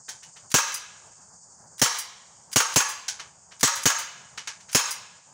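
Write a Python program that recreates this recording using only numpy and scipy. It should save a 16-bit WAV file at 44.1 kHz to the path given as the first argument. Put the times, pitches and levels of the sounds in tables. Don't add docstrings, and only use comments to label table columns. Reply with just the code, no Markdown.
import sys
import numpy as np
from scipy import signal
from scipy.fft import rfft, irfft
from scipy.io import wavfile
from scipy.ndimage import uniform_filter1d, minimum_filter1d

SR = 44100
rng = np.random.default_rng(int(sys.argv[2]) if len(sys.argv) > 2 else 0)


def wav_out(sig):
    wavfile.write(sys.argv[1], SR, np.round(np.clip(np.atleast_2d(sig).T, -1, 1) * 32767).astype(np.int16))


N = 235449

# start in seconds, strength in dB, trigger
# click's lead in seconds, its level in dB, hold after the shot in seconds, reset click in dB, hit on
# the target in dB. 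Levels are relative within each column.
SHOTS = [(0.5413, 2.5, .0253, -29.5, 0.2, -26, -8.5), (1.8165, 0.5, .022, -28, 0.17, -25, -12.5),
         (2.5594, 2, 0.03, -28.5, .1227, -42, -7), (2.7597, -0.5, .0195, -28, 0.13, -29.5, -10.5),
         (3.63, 0.5, 0.021, -26.5, .1251, -28, -10.5), (3.8560, 0.3, 0.022, -26, 0.13, -29, -10.5),
         (4.7480, -1, 0.019, -25, 0.16, -25, -14.5)]
# pitch in Hz, relative level in dB, t60 in seconds.
PISTOL_MODES = [(1094, -5.5, 0.019), (1636, -6, 0.037), (2605, -2.5, 0.017), (2920, -3, 0.036),
                (3960, -10.5, 0.029), (4360, -12.5, 0.057), (5330, -7, 0.028), (5610, -1.5, 0.03),
                (6345, -1.5, 0.04), (6620, -0.5, 0.022), (6680, -2.5, 0.047), (7240, -7.5, 0.025),
                (7600, -0.5, .05), (8593, 1, 0.024), (9750, -5.5, 0.029), (10170, -1, 0.0093),
                (15460, -4, 0.015)]
# frequency in Hz, relative level in dB.
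CRACK_SPECTRUM = [(100, -21.5), (350, -16.5), (600, -15), (950, -1), (1500, 0), (2500, -0.5), (4000, 0),
                  (6300, 0.5), (9000, -3), (15000, -3.5)]

def cracks(jet_db=-5, jet_echo_db=-10):
    snaps, jets = np.zeros(N), np.zeros(N)
    for start, db, *_ in SHOTS:
        snap = amp(db) * strike(CRACK_SPECTRUM, PISTOL_MODES, ring_db=-6, detune=0.014)
        add(snaps, start, snap)
        add(jets, start, np.linalg.norm(snap) * spray(CRACK_SPECTRUM, t60=0.064, tilt=0.6))
    return amp(-1) * porch(snaps + amp(jet_echo_db) * jets, direct_db=-15) + amp(jet_db) * jets


# frequency in Hz, relative level in dB.
PUFF_SPECTRUM = [(25, -17), (55, -13.5), (90, -2), (135, 4), (200, -0.5), (270, 4), (350, -3), (450, 1),
                 (750, -4.5), (1500, -4), (2500, -7.5), (5000, -36)]

def puffs(gain_db=-7, length_s=0.015, steepness=6):
    thuds, t = np.zeros(N), np.arange(4096) / SR
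    envelope = 1 / (1 + (t / length_s) ** steepness)
    for start, db, *_ in SHOTS:
        eddies = rfft(rng.standard_normal(len(t)) * envelope)
        flat_noise = irfft(eddies / (abs(eddies) + 1e-12))
        thud = unit_energy(colour(flat_noise * envelope, PUFF_SPECTRUM)) * np.sqrt(length_s * SR)
        add(thuds, start, amp(db + gain_db) * thud)
    return thuds


# pitch in Hz, relative level in dB, t60 in seconds.
TARGET_MODES = [(533, -6.5, 0.1), (790, -6.5, 0.048), (931, -1, 0.1), (1180, -0.5, 0.12), (1340, -5, 0.09),
                (1626, 9, 0.042)]
# frequency in Hz, relative level in dB.
IMPACT_SPECTRUM = [(100, -28.5), (330, -23), (500, -8), (750, -13), (1200, 7), (2000, -3), (4000, -6.5),
                   (8000, -11), (15000, -12.5)]

def impacts(crunch_db=-1, flight_s=0.0409, flight_growth_s=0.00068):
    smacks, crunches = np.zeros(N), np.zeros(N)
    for fired, (shot_s, *_, db) in enumerate(SHOTS):
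        hit_s = shot_s + flight_s + flight_growth_s * fired
        smack = amp(db) * strike(IMPACT_SPECTRUM, TARGET_MODES, ring_db=-3.5, detune=0.036)
        add(smacks, hit_s, smack)
        add(crunches, hit_s + 0.002, np.linalg.norm(smack) * spray(IMPACT_SPECTRUM, t60=0.058))
    return amp(-3) * porch(smacks, direct_db=-9, yard_db=-21.5) + amp(crunch_db) * crunches


# pitch in Hz, relative level in dB, t60 in seconds.
STEEL_MODES = [(2057, -4, 0.037), (2930, -8.5, 0.061), (4880, 2, 0.036), (5860, 2, 0.031), (8300, -4, .07),
               (8700, -6, 0.054), (9800, -7, .1), (12700, -0.5, 0.07), (11700, 1, 0.055), (15337, -7, .04)]
# frequency in Hz, relative level in dB.
CLICK_SPECTRUM = [(100, -59), (350, -53), (800, -19.5), (1600, -6.5), (3000, -5), (6500, -0.5), (9500, 5),
                  (12000, 2), (15000, -5.5)]

def trigger(rattle_db=-2):
    ticks, rattles = np.zeros(N), np.zeros(N)
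    for shot_s, _, lead_s, pull_db, held_s, reset_db, _ in SHOTS:
        for start, db, tilt in trigger_cycle(shot_s, lead_s, pull_db, held_s, reset_db):
            tick = amp(db) * strike(CLICK_SPECTRUM, STEEL_MODES, ring_db=0, tilt=tilt, detune=0.016)
            rattle = spray(CLICK_SPECTRUM, t60=0.083, tilt=tilt, spikiness=2.5)
            add(ticks, start, tick)
            add(rattles, start, np.linalg.norm(tick) * rattle)
    return amp(-1.5) * porch(ticks, direct_db=-10.5, yard_db=-40) + amp(rattle_db) * rattles


def trigger_cycle(shot_s, lead_s, pull_db, held_s, reset_db, pull_tilt=-2.4, slow_hold_s=0.15):
    pull_s, reset_s = shot_s - lead_s, shot_s + held_s
    reset_tilt = 12.4 - 47 * held_s
    clicks = [(pull_s - 0.013, -43, pull_tilt),
              (pull_s, pull_db, pull_tilt),
              (reset_s, reset_db, reset_tilt)]
    if held_s > slow_hold_s:
        clicks.append((reset_s - 0.02, -37.5, -6.5))
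    return clicks


# start in seconds, relative level in dB, tilt in dB per octave.
LANDINGS = [(0.089, -33, 6), (0.231, -45, 0.5), (0.366, -47, -3), (3.082, -25.5, 2.5), (3.197, -35.5, -4.5),
            (3.518, -45.5, -5.5), (4.3756, -32, -3.5), (4.474, -29.5, -2), (4.604, -50, -2),
            (4.692, -43, -1.5)]
# pitch in Hz, relative level in dB, t60 in seconds.
BOARD_MODES = [(872, -1.5, 0.049), (1504, 1.5, 0.047), (1680, 6, 0.011), (1870, -5, .03),
               (3018, 8.5, 0.022), (4420, -17, .04), (6200, -11, 0.065)]
# frequency in Hz, relative level in dB.
BOUNCE_SPECTRUM = [(150, -27.5), (600, -15.5), (1000, -5), (1700, 2), (3000, 1), (6000, 2.5), (9000, -5.5),
                   (15000, -19.5)]

def bounces(skid_db=-5, tumble_below_db=-32, graze_lead_s=0.0062, graze_db=-9, graze_tilt=-6.5):
    knocks, skids = np.zeros(N), np.zeros(N)
    grazes = [(start - graze_lead_s, db + graze_db, graze_tilt)
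              for start, db, _ in LANDINGS if db < tumble_below_db]
    for start, db, tilt in [*LANDINGS, *grazes]:
        knock = amp(db) * strike(BOUNCE_SPECTRUM, BOARD_MODES, ring_db=-9.5, tilt=tilt, detune=0.027)
        add(knocks, start, knock)
        add(skids, start, np.linalg.norm(knock) * spray(BOUNCE_SPECTRUM, t60=0.066, tilt=tilt + 1))
    return porch(knocks, direct_db=-15, porch_db=-2.5, yard_db=-29.5) + amp(skid_db) * skids


def strike(spectrum, modes, ring_db, tilt=0, detune=0):
    t = np.arange(SR // 8) / SR
    pulse = unit_energy(colour(1. * (t == 0), spectrum, tilt))
    hz, db, t60 = np.transpose(modes)[:, :, None]
    shift, side = rng.standard_normal((2, *hz.shape))
    tones = np.sign(side) * np.cos(2 * np.pi * hz * (1 + detune * shift) * t)
    ring = np.sum(amp(db - 60 * t / t60) * tones, axis=0)
    return unit_energy(pulse + amp(ring_db) * unit_energy(ring)) * np.sqrt(0.02 * SR)


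def spray(spectrum, t60, tilt=0, spikiness=1):
    t = np.arange(SR // 8) / SR
    noise = rng.standard_normal(len(t))
    grains = np.sign(noise) * abs(noise) ** spikiness
    return unit_energy(colour(grains * amp(-60 * t / t60), spectrum, tilt))


# delay in seconds, gain in dB.
ECHOES = [(.0022, -15), (.0044, -14.5), (.0077, -8.5), (0.0097, -16), (0.015, -17), (0.0206, -15.5),
          (0.027, -15.5)]
# frequency in Hz, t60 in seconds.
PORCH_T60 = [(100, .1), (300, 0.2), (600, 0.26), (1100, 0.31), (3000, 0.27), (6500, 0.26), (10000, 0.22),
             (15000, 0.12)]
YARD_T60 = [(100, 0.65), (500, 1), (1200, 0.94), (3000, 0.9), (6500, 0.67), (10000, 0.44), (15000, 0.38)]

def porch(x, direct_db, porch_db=-2, yard_db=-17):
    response = amp(porch_db) * reverb_tail(PORCH_T60, build_up_s=0.002)
    response += amp(yard_db) * reverb_tail(YARD_T60, build_up_s=0.003)
    response[0] += amp(direct_db)
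    for delay, db in ECHOES:
        add(response, delay, amp([db]))
    return signal.fftconvolve(x, response)[:N]


def reverb_tail(t60s, build_up_s, first_per_s=6000, crowding_s=0.25):
    t = np.arange(SR * 3 // 4) / SR
    density = np.minimum(first_per_s / SR + (t / crowding_s) ** 2, 1)
    reflections = rng.standard_normal(len(t)) * (rng.random(len(t)) < density) / np.sqrt(density)
    hz, age, bands = signal.stft(reflections, SR, nperseg=256)
    decay = amp(-60 * age / curve_at(t60s, hz)[:, None])
    dying = signal.istft(bands * decay, SR, nperseg=256)[1][:len(t)]
    return unit_energy(dying * (1 - np.exp(-t / build_up_s)))


# frequency in Hz, relative level in dB.
INSECT_SPECTRUM = [(2000, -37), (4000, -32.5), (4600, -11), (5800, -11.5), (6500, -6), (7100, -3),
                   (7600, -6.5), (8100, -3.5), (8800, -8), (9900, -35), (16000, -63)]
# time in seconds, level in dB.
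CHORUS_LEVELS = [(0, -50.5), (1.2, -52), (2.4, -54.5), (3.4, -55.5), (4.65, -53.5), (5.34, -55)]

def insects(shimmer_db=1.1):
    level_db = np.interp(np.arange(N) / SR, *np.transpose(CHORUS_LEVELS))
    level_db += shimmer_db * wander(rate_hz=40)
    return amp(level_db) * unit_rms(colour(rng.standard_normal(N), INSECT_SPECTRUM))


# frequency in Hz, relative level in dB.
TRAFFIC_SPECTRUM = [(25, -76), (60, -9.5), (110, -1.5), (180, -2), (300, -15), (550, -7.5), (920, -2),
                    (1100, -6.5), (1600, -11), (2500, -32.5), (4000, -52), (12000, -39)]

def traffic(level_db=-59, swell_db=3):
    swell = amp(level_db + swell_db * wander(rate_hz=12))
    return swell * unit_rms(colour(rng.standard_normal(N), TRAFFIC_SPECTRUM))


def wander(rate_hz):
    hz = np.fft.rfftfreq(N, 1 / SR)
    lowpass = np.exp(-(hz / rate_hz) ** 2) * (hz > 0)
    return unit_rms(irfft(rfft(rng.standard_normal(N)) * lowpass, N))


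def colour(x, spectrum, tilt=0):
    hz = np.fft.rfftfreq(4096, 1 / SR)
    db = curve_at(spectrum, hz) + tilt * np.log2(np.maximum(hz, 500) / 4000)
    log_gain = np.log(amp(np.r_[db, db[-2:0:-1]]))
    response = np.exp(np.conj(signal.hilbert(log_gain)))[:len(hz)]
    return signal.oaconvolve(x, irfft(response))[:len(x)]


def curve_at(points, hz):
    point_hz, values = np.transpose(points)
    return np.interp(np.log(hz + 1), np.log(point_hz + 1), values)


def amp(db):
    return 10 ** (np.asarray(db) / 20)


def unit_rms(x):
    return x / np.sqrt(np.mean(x ** 2) + 1e-20)


def unit_energy(x):
    return x / np.sqrt(np.sum(x ** 2) + 1e-20)


def add(mix, start_s, sound):
    part = mix[max(round(start_s * SR), 0):][:len(sound)]
    part += sound[:len(part)]


def scene():
    return (cracks() + puffs() + impacts() + trigger() + bounces() + insects() + traffic())[None]


def limiter(x, threshold_db=-14, ahead_s=0.014, hold_s=0.071, release_db_per_s=170):
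    power_db = 10 * np.log10(abs(uniform_filter1d(x ** 2, size=300)) + 1e-12)
    over_db = np.maximum(power_db - threshold_db, 0)
    span, lead = int((hold_s + ahead_s) * SR), int(ahead_s * SR)
    held_db = -minimum_filter1d(-over_db, span, origin=(span - 1) // 2 - lead)
    recovery_db = np.arange(N) / SR * release_db_per_s
    cut_db = np.maximum.accumulate(held_db + recovery_db) - recovery_db
    return x * amp(-uniform_filter1d(cut_db, lead))


# frequency in Hz, gain in dB.
MICROPHONE_RESPONSE = [(100, -1), (4200, -4), (5400, -0.5), (6600, 2.5), (8200, -5), (10000, -5),
                       (11200, -10), (12800, -15), (13900, -11), (14700, -4), (15500, 0), (16100, -14.5)]

def record(dry, overload_db=5, cutoff_hz=16000):
    ceiling = amp(overload_db)
    saturated = ceiling * np.tanh(dry[0] / ceiling)
    limited = limiter(colour(saturated, MICROPHONE_RESPONSE))
    lowpass = signal.firwin(301, cutoff_hz, window=("kaiser", 8), fs=SR)
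    return signal.oaconvolve(limited, lowpass, "same")[None]


dry = scene()
out = record(dry)
wav_out(out)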